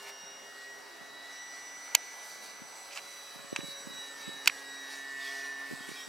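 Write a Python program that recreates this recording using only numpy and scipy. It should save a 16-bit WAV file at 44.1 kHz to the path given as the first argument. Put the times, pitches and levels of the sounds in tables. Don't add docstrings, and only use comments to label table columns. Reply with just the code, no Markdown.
import sys
import numpy as np
from scipy import signal
from scipy.io import wavfile
from scipy.ndimage import uniform_filter1d, map_coordinates

SR = 44100
rng = np.random.default_rng(int(sys.argv[2]) if len(sys.argv) > 2 else 0)


def output_pcm(signal):
    pcm = np.clip(np.atleast_2d(signal).T, -1, 1) * 32767
    wavfile.write(sys.argv[1], SR, np.round(pcm).astype(np.int16))


def level_to_linear(level):
    exponent = np.asarray(level, float) / 20
    return 10 ** exponent


N = 268466


def evened(x):
    return x / np.sqrt(np.mean(x ** 2) + 1e-20)


def read(points, hz):
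    f, value = np.transpose(points)
    return np.interp(np.log(hz + 1), np.log(f + 1), value)


def curves(rows):
    s, *columns = np.transpose(rows)
    return [np.interp(np.arange(N) / SR, s, c) for c in columns]


def swells(steady_db, rows):
    t = np.arange(0, N + 64, 64) / SR
    level = level_to_linear(steady_db)
    level = level + sum(level_to_linear(db) * np.exp(-((t - s) / half_s) ** 2) for s, half_s, db in rows)
    return np.interp(np.arange(N) / SR, t, 20 * np.log10(level))


def panned(x, pan_db):
    left, right = np.broadcast_to(x, (2, x.shape[-1]))
    return np.array([left * level_to_linear(pan_db / 2), right * level_to_linear(-pan_db / 2)])


def add(mix, s, sound):
    part = mix[:, round(s * SR):][:, :sound.shape[1]]
    part += sound[:, :part.shape[1]]


def patches(frames, bins, patchy_db):
    spots = uniform_filter1d(rng.standard_normal((frames, bins)), size=24, axis=0)
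    spots = uniform_filter1d(spots, size=10, axis=1)
    return level_to_linear(patchy_db * evened(spots).T)


# time in seconds, shaft speed as heard in Hz, switching tone of the speed controller in Hz.
SPEED_HZ = [(0.0, 134.36, 7666), (0.15, 134.61, 7682), (0.3, 135.3, 7711), (0.75, 137.0, 7792),
            (1.35, 139.35, 7882), (1.65, 140.36, 7922), (2.1, 141.21, 7963), (2.4, 141.18, 7964),
            (2.7, 141.42, 7959), (3.0, 141.2, 7947), (3.6, 139.74, 7873), (4.05, 138.27, 7835),
            (4.35, 138.08, 7821), (4.65, 137.17, 7800), (4.95, 136.75, 7791), (5.4, 137.36, 7789),
            (5.7, 136.98, 7764), (6.07, 134.94, 7707)]
# time in seconds, level in dB.
PULL_DB = [
    (0, -8),
    (1.12, -9),
    (1.3, -27),
    (1.335, 2.5),
    (6.09, 2),
]
PULL_FOLLOWS = [0.085, 0.048, 0.063, 0.56, 0.24]
MAGNET_ORDERS = [13, 14, 28, 42]
BLADE_ORDERS = [2, 3, 4, 5, 12, 21, 8]
MAGNET_DB = [-74.5, -62.5, -65.5, -76]
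BLADE_DB = [-80.5, -71.5, -80.5, -75, -71, -81.5, -70.5]
# middle in seconds, half length in seconds,
# level in dB.
MAGNET_BEAMS = [
    [(.08, 0.2, -55.5), (.5, 0.2, -61), (1.3, 0.47, -58.5), (3.55, 0.3, -70), (4.3, 0.48, -56.5),
     (5.33, 0.57, -47.5)],
    [(.65, 0.15, -51), (1.4, 0.39, -53), (2.15, 0.46, -55.5), (3.0, 0.26, -71), (4.0, .25, -78),
     (4.65, 0.36, -58.5), (5.36, 0.28, -49.5), (5.9, 0.51, -65)],
    [(.28, 0.078, -62), (.95, 0.077, -67), (1.27, 0.18, -54), (2.45, 0.094, -61), (3.17, 0.27, -60),
     (3.59, 0.029, -71), (3.85, 0.37, -52.5), (4.55, 0.55, -58.5), (5.55, 0.4, -64), (6.0, 0.073, -65)],
    [(.25, 0.25, -50), (.75, 0.11, -54), (.92, 0.068, -64), (1.07, 0.039, -61), (1.5, 0.52, -58.5),
     (2.1, 0.68, -57.5), (3.0, 0.35, -59.5), (3.8, 0.4, -59.5), (4.7, 0.4, -61.5), (5.42, 0.16, -60.5),
     (5.92, 0.034, -67), (6.05, 0.045, -54)],
]
BLADE_BEAMS = [
    [(.5, 0.34, -75), (1.2, 0.35, -71.5), (1.8, 0.21, -69), (3.9, 0.43, -60.5), (4.7, 0.4, -64.5),
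     (5.65, 0.55, -65.5)],
    [(0, 0.2, -65), (.65, 0.52, -68.5), (2.7, 0.13, -88), (5.4, 0.21, -69)],
    [(.3, 0.54, -69.5), (3.0, 0.3, -67), (3.65, 0.29, -64), (4.4, 0.43, -67.5), (5.7, 0.11, -57)],
    [(1.1, 0.39, -72), (2.6, .25, -77), (4.1, 0.59, -74), (5.35, 0.15, -64.5)],
    [(.8, .3, -69), (2.35, .3, -66), (3.3, 0.12, -65), (3.9, 0.16, -68), (4.8, 0.39, -61.5)],
    [(.15, 0.51, -59), (1.35, 0.43, -70), (3.9, 0.77, -68.5), (5.15, 0.57, -66)],
    [(0, 0.12, -60.5), (2.15, 0.23, -75)],
]
# middle in seconds, half length in seconds, level in dB.
SWITCH_BEAMS = [(.63, 0.11, -68), (1.5, 0.21, -70), (2.4, 0.073, -81), (2.8, 0.1, -65), (3.85, 0.64, -66.5),
                (4.62, 0.076, -62), (6.07, 0.13, -69)]
# shaft order, level in dB.
FAINT_ORDERS = [(6, -127), (11, -69.5), (16, -69), (27, -94), (41, -82)]


def tone(turn, db):
    slow = N // 64 + 1
    wander = evened(uniform_filter1d(rng.standard_normal((2, slow)), size=20))
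    flicker, drift = uniform_filter1d(np.repeat(wander, 64, 1)[:, :N], size=128)
    grain = np.repeat(rng.standard_normal(slow), 64)[:N]
    buzz = 1 + 0.074 * evened(uniform_filter1d(grain, size=96))
    phase = 2 * np.pi * (turn + 0.019 * drift + rng.random())
    return np.sqrt(2) * level_to_linear(db + 1.08 * flicker) * buzz * np.cos(phase)


def motor():
    shaft_hz, switch_hz = curves(SPEED_HZ)
    shaft_turns, switch_turns = np.cumsum(shaft_hz) / SR, np.cumsum(switch_hz) / SR
    pull_db = curves(PULL_DB)[0]
    out = np.zeros(N)
    for order, follow, db, beams in zip(MAGNET_ORDERS, PULL_FOLLOWS, MAGNET_DB, MAGNET_BEAMS):
        out += tone(order * shaft_turns, follow * pull_db + swells(db, beams))
    for order, db, beams in zip(BLADE_ORDERS, BLADE_DB, BLADE_BEAMS):
        out += tone(order * shaft_turns, swells(db, beams))
    for order, db in FAINT_ORDERS:
        out += tone(round(order) * shaft_turns, db)
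    return out + tone(switch_turns, PULL_FOLLOWS[-1] * pull_db + swells(-68, SWITCH_BEAMS))


# body roar, wing rush, blade swish, tip hiss. Centre in Hz, level in dB,
# dB per dB of facing.
RUSH_HZ = [1100, 2800, 4800, 10500]
RUSH_DB = [-55.5, -61.5, -56.5, -61]
RUSH_FOLLOWS = [0.12, 0.36, 0.22, 1.44]
# frequency in Hz, density in dB per Hz.
AIR_DB = [(150, -37), (300, -27), (500, -8.5), (900, -2), (1600, -3), (2300, -0.5), (3200, -10.5),
          (4600, -6.5), (6500, -13.5), (8500, -16.5), (12400, -22), (15500, -32.5)]
# time in seconds, level in dB.
FACING_DB = [(0, 2), (.2, -18), (.45, -19), (.75, -15), (1.1, -17), (1.25, -10), (1.7, -3), (1.85, 1),
             (2.3, 0.5), (2.6, -0.5), (3.1, 4), (3.5, 1.5), (4.0, 3), (4.5, 1), (4.85, 2), (5.3, -6.5),
             (5.7, 1.5), (6.09, 4)]
# middle in seconds, half length in seconds, level in dB, centre in Hz.
GUSTS = [(0.083, 0.031, -51, 2300), (0.638, 0.053, -59, 3700), (1.342, 0.08, -60, 4300),
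         (1.58, 0.055, -63, 4000), (1.959, 0.21, -60, 1500), (2.292, 0.11, -59.5, 10000),
         (2.447, 0.033, -57, 9200), (2.763, 0.033, -64, 4530), (2.97, 0.019, -49, 900),
         (3.122, 0.039, -63, 7040), (3.38, 0.032, -68, 6490), (3.59, 0.04, -56, 900),
         (3.696, 0.07, -60.5, 8000), (4.236, 0.089, -58, 3000), (4.575, 0.18, -59.5, 3500),
         (4.948, 0.075, -52.5, 4500), (5.27, 0.14, -52, 5150), (5.432, 0.076, -52.5, 2970),
         (5.614, 0.069, -55, 900), (5.918, 0.36, -61.5, 2940)]


def rush():
    gust_octaves = 1.4
    chops, gusts_db = [0.039, 0.097, 0.17, 0.18], [0.2, 0.5, 0.7, 1.2]
    frames, hz = N // 128 + 5, np.fft.rfftfreq(512, 1 / SR)
    a, b = rng.standard_normal((frames, 257, 2)).T
    z = (a + 1j * b) * level_to_linear(read(AIR_DB, hz))[:, None] * patches(frames, 257, patchy_db=2.0)
    blade_phase = 2 * np.pi * 2 * np.cumsum(curves(SPEED_HZ)[0]) / SR
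    gust = uniform_filter1d(rng.standard_normal(N), size=1500)
    gust = evened(uniform_filter1d(gust, size=900))
    facing_db = curves(FACING_DB)[0]
    out = np.zeros(N)
    for k, (chop, gust_db) in enumerate(zip(chops, gusts_db)):
        blown = [(s, half_s, db - 6 * (np.log2(f / RUSH_HZ[k]) / gust_octaves) ** 2)
                 for s, half_s, db, f in GUSTS]
        level = level_to_linear(RUSH_DB[k] + RUSH_FOLLOWS[k] * facing_db) + level_to_linear(swells(-120, blown))
        share = read(list(zip(RUSH_HZ, np.arange(4) == k)), hz)[:, None]
        layer = evened(signal.istft(z * share, nperseg=512, noverlap=384)[1][:N])
        out += level * level_to_linear(-5.0 + gust_db * gust) * layer * (1 + chop * np.cos(blade_phase))
    return out


# time in seconds, delay in ms.
ECHO_MS = [(0.3, 1.406), (0.45, 1.442), (1.1, 1.471), (1.35, 1.419), (2.4, 1.322), (3.0, 1.44),
           (3.42, 1.61), (3.55, 1.695), (3.68, 1.79), (3.87, 1.945), (4.1, 2.15), (4.3, 2.325),
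           (4.6, 2.485), (4.75, 2.58), (5.1, 2.69), (5.4, 2.735), (5.57, 2.79), (5.74, 2.73), (5.85, 2.69),
           (6.07, 2.57)]


def ground(x, share):
    late = np.arange(N) - curves(ECHO_MS)[0] * SR / 1000
    return x + share * map_coordinates(x, [late], order=3, mode="reflect")


# frequency in Hz, density in dB per Hz.
FIELD_DB = [(30, -19), (180, -9.5), (430, -3), (940, -0.5), (2000, -7.5), (4400, -9.5), (7500, -14),
            (11000, -17.5), (16000, -25.5)]
# frequency in Hz, left-right likeness from -1 to 1.
FIELD_SAME = [
    (60, 0.071),
    (150, -0.22),
    (500, 0.21),
    (2000, 0.42),
]


def field():
    frames, hz = N // 256 + 5, np.fft.rfftfreq(1024, 1 / SR)
    a, b, c, d = rng.standard_normal((frames, 513, 4)).T
    same = np.clip(read(FIELD_SAME, hz), -1, 1)[:, None]
    left = a + 1j * b
    right = same * left + np.sqrt(1 - same ** 2) * (c + 1j * d)
    z = np.array([left, right]) * level_to_linear(read(FIELD_DB, hz))[:, None] * patches(frames, 513, patchy_db=1.82)
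    return level_to_linear(-53) * evened(signal.istft(z, nperseg=1024, noverlap=768)[1][:, :N])


# time in seconds, frequency in Hz, level in dB.
DRONE = [
    (0, 400.3, -69),
    (.88, 400.4, -70),
    (.92, 340, -65),
    (.99, 336, -68),
    (1.03, 338, -95),
    (6.09, 330, -95),
]


def drone():
    hz, db = curves(DRONE)
    return np.sqrt(2) * level_to_linear(db) * np.cos(2 * np.pi * (np.cumsum(hz) / SR + rng.random()))


# frequency in Hz, width in Hz, level in dB.
CASE_MODES = [(910, 156, -7), (1670, 310, -10), (2100, 320, -7.5), (2530, 490, -1), (3074, 740, -3.5),
              (4000, 660, -6), (4600, 500, -4.5), (5300, 430, -5.5), (6250, 590, -5.5), (6800, 410, -5),
              (7800, 540, -4), (9020, 600, -6), (10940, 930, -9), (14000, 1100, -1)]


def case(drive, contact_hz, octaves):
    port_lag_s = 1.8e-5
    t = np.maximum(np.arange(600) / SR - np.array([[0], [port_lag_s]]), 0)
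    ring = 0
    for k, (hz, width_hz, db) in enumerate(CASE_MODES):
        woken_db = max(-6 * (np.log2(hz / contact_hz) / octaves) ** 2, -30)
        mode = np.exp(-np.pi * width_hz * t) * np.sin(2 * np.pi * hz * t)
        ring = ring + (-1) ** k * level_to_linear(db + woken_db) * mode
    small = signal.butter(3, 600, "high", fs=SR, output="sos")
    return signal.sosfilt(small, signal.fftconvolve(drive, ring, axes=-1))


# middle in seconds, level in dB, contact pitch in Hz, left-right in dB.
RUBS = [
    (0.037, -61.5, 9900, 2),
    (.088, -58, 11000, -1),
    (2.925, -54.5, 2600, -4),
    (2.935, -55, 4500, -3),
    (2.975, -45.5, 2500, -4),
    (2.97, -52, 6800, -4),
    (3.4, -62, 2500, -4),
    (.085, -57, 1200, -1),
    (.04, -60, 1100, -1),
]


def rubs():
    out, t = np.zeros((2, N)), np.arange(2600) / SR
    for s, db, contact_hz, pan_db in RUBS:
        both, side, burst = rng.standard_normal((3, len(t)))
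        slips = (both + 0.29 * side * [[1], [-1]]) * level_to_linear(9.8 * burst)
        slips = slips * signal.windows.tukey(len(t), 0.7)
        rub = evened(case(slips, contact_hz, octaves=0.83))
        add(out, s - t[-1] / 2, level_to_linear(db) * panned(rub, pan_db))
    return out


# middle in seconds, left peak in dB, right peak in dB, frequency in Hz.
PUFFS = [(0.238, -50, -47.5, 170), (1.014, -49, -45, 181), (2.62, -36, -39, 219.7), (3.36, -43, -39, 201),
         (3.394, -45, -46, 200.0), (3.446, -45, -39, 224), (3.529, -21.5, -20.5, 320),
         (3.59, -29, -24, 278), (3.634, -40, -32, 264), (3.643, -38, -32, 199), (3.686, -44, -36.5, 260.0),
         (3.806, -46, -49, 230.0), (3.873, -37, -32, 229), (3.906, -38, -41, 250.0), (3.922, -43, -45, 282),
         (3.94, -45, -40, 207), (3.957, -44, -48, 228), (3.987, -42, -43, 219), (4.28, -35, -33, 200),
         (4.292, -38, -31.5, 287), (4.343, -50, -41, 196), (4.365, -60, -44, 270.0),
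         (4.464, -52, -37, 340.0), (5.713, -29.5, -32, 340), (5.727, -32, -29.5, 262),
         (5.736, -37, -30, 200), (5.808, -38, -54, 238), (5.891, -36, -31.5, 288), (5.917, -44, -31.5, 335),
         (6.078, -38, -40, 243)]


def wind():
    out, t = np.zeros((2, N)), np.arange(-600, 600) / SR
    for s, left_db, right_db, hz in PUFFS:
        phase, skew, long = rng.random(3)
        lean = np.array([[0], [np.pi - 0.5 - 0.39 * skew]])
        bell = np.exp(-(t * hz / (0.3 + 0.37 * long)) ** 2)
        wobble = np.cos(2 * np.pi * (hz * t + phase) + lean) * bell
        add(out, s + t[0], level_to_linear([[left_db], [right_db]]) * wobble)
    power = uniform_filter1d((out ** 2).mean(0), size=1500, origin=400)
    gusty = abs(uniform_filter1d(power, size=1500)) ** 0.25
    low = signal.butter(2, [95, 210], "band", fs=SR, output="sos")
    rumble = evened(signal.sosfilt(low, rng.standard_normal(N)))
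    return out + level_to_linear(-30.0) * gusty * rumble * [[0.7], [-1]]


# start in seconds, level in dB, contact pitch in Hz, rattle t60 in seconds, left-right in dB.
SNAPS = [(1.9479, -16.5, 2400, 0.0074, -4), (1.9496, -13.5, 2630, .006, -5), (1.9498, -25.5, 850, .006, -6),
         (1.9502, -5, 7800, 0.0045, -3), (1.9503, -20, 14000, .01, -3), (1.9518, -16, 14000, .012, -8),
         (1.9505, -2, 4530, .008, -3), (1.9512, -15, 7000, 0.013, 1), (1.9506, -11.5, 2980, .008, -5),
         (1.9529, -16, 3000, 0.019, -4), (1.956, -25, 2700, .04, -7), (3.5615, -17, 2270, 0.005, 0.5),
         (3.5616, -21, 4900, .012, 0), (3.5608, -35, 900, 0.011, -4), (3.5627, -20, 3720, 0.0092, 2),
         (3.5653, -29, 2500, .03, -11), (3.6061, -33.5, 1500, .015, -2), (4.4586, -22, 5200, .015, -3),
         (4.4587, -29, 2100, 0.038, 0), (4.4715, -31, 6800, .015, 0), (4.4743, -2, 2550, 0.0053, -0.5),
         (4.4752, -14.5, 13500, 0.015, 1), (4.4750, -9.5, 5300, .008, -5), (4.4746, -32, 1000, 0.012, 2),
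         (4.4763, -8.5, 2580, .008, -2), (4.4768, -19.5, 6800, 0.0088, 5), (4.4771, -10, 2730, 0.018, -8),
         (4.4775, -13.5, 9500, .008, -6), (4.4804, -14.5, 3900, 0.014, -4), (4.481, -22, 2600, .035, -4),
         (4.4958, -28, 1900, 0.0087, -3), (4.4974, -22, 2100, .01, -5), (4.4991, -37, 2600, 0.009, -1),
         (4.5, -38, 2200, .01, -4), (1.9508, -8.5, 8600, 0.0068, -1), (4.4771, -24, 9400, .006, -8)]


def snaps():
    out, t = np.zeros((2, N)), np.arange(2600) / SR
    for s, db, contact_hz, t60_s, pan_db in SNAPS:
        both, side = rng.standard_normal((2, len(t)))
        rattle = 0.094 * (both + 0.11 * side * [[1], [-1]]) * level_to_linear(-60 * t / t60_s)
        rattle[:, 0] = 1
        snap = case(rattle, contact_hz, octaves=0.72)
        add(out, s, level_to_linear(db) * panned(snap / abs(snap).max(), pan_db))
    return out


# middle in seconds, level in dB, pitch in Hz.
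HOWLS = [(2.6, -80, 2000), (7.4, -53, 3400), (5.24, -51.5, 3600), (5.28, -51.5, 3330), (5.6, -61.5, 5700),
         (5.84, -55, 3190), (6.0, -50.5, 3250), (3.7, -57, 4300), (5.9, -60, 2870), (5.99, -58.5, 5300),
         (5.97, -54.5, 2440)]


def howls():
    out, t = np.zeros((1, N)), np.arange(7000) / SR
    for s, db, hz in HOWLS:
        hollow = signal.butter(2, [hz - 110, hz + 110], "band", fs=SR, output="sos")
        air = evened(signal.sosfilt(hollow, rng.standard_normal(len(t))))
        add(out, s - t[-1] / 2, level_to_linear(db) * air[None] * np.hanning(len(t)))
    return out[0]


# time in seconds, share.
GROUND_SHARE = [
    (0, 0.24),
    (3.2, 0.24),
    (3.5, 0.61),
    (4.3, 0.92),
    (6.09, 0.73),
]
# time in seconds, left-right in dB.
PLANE_PAN_DB = [
    (0, -1),
    (4.2, -2),
    (6.09, -1.5),
]


def scene():
    tones = ground(motor(), curves(GROUND_SHARE)[0])
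    air = ground(rush() + howls(), 0.54)
    plane = panned(tones + air, curves(PLANE_PAN_DB)[0])
    return plane + field() + drone() + rubs() + wind() + snaps()


def low_pass(x):
    return signal.sosfilt(signal.butter(12, 16830, fs=SR, output="sos"), x)


def record(dry):
    bass_cut = signal.butter(3, 130, "high", fs=SR, output="sos")
    hum_low = signal.butter(1, 150, fs=SR, output="sos")
    hum = signal.sosfilt(hum_low, rng.standard_normal(N))
    mix = signal.sosfilt(bass_cut, dry) + level_to_linear(-53.5) * hum * [[1], [-0.5]]
    edge = signal.firwin(255, 16000, window=("kaiser", 8), fs=SR)
    mix = signal.oaconvolve(np.clip(mix, -1, 1), edge[None], "same")
    return low_pass(mix)


dry = scene()
out = record(dry)
output_pcm(out)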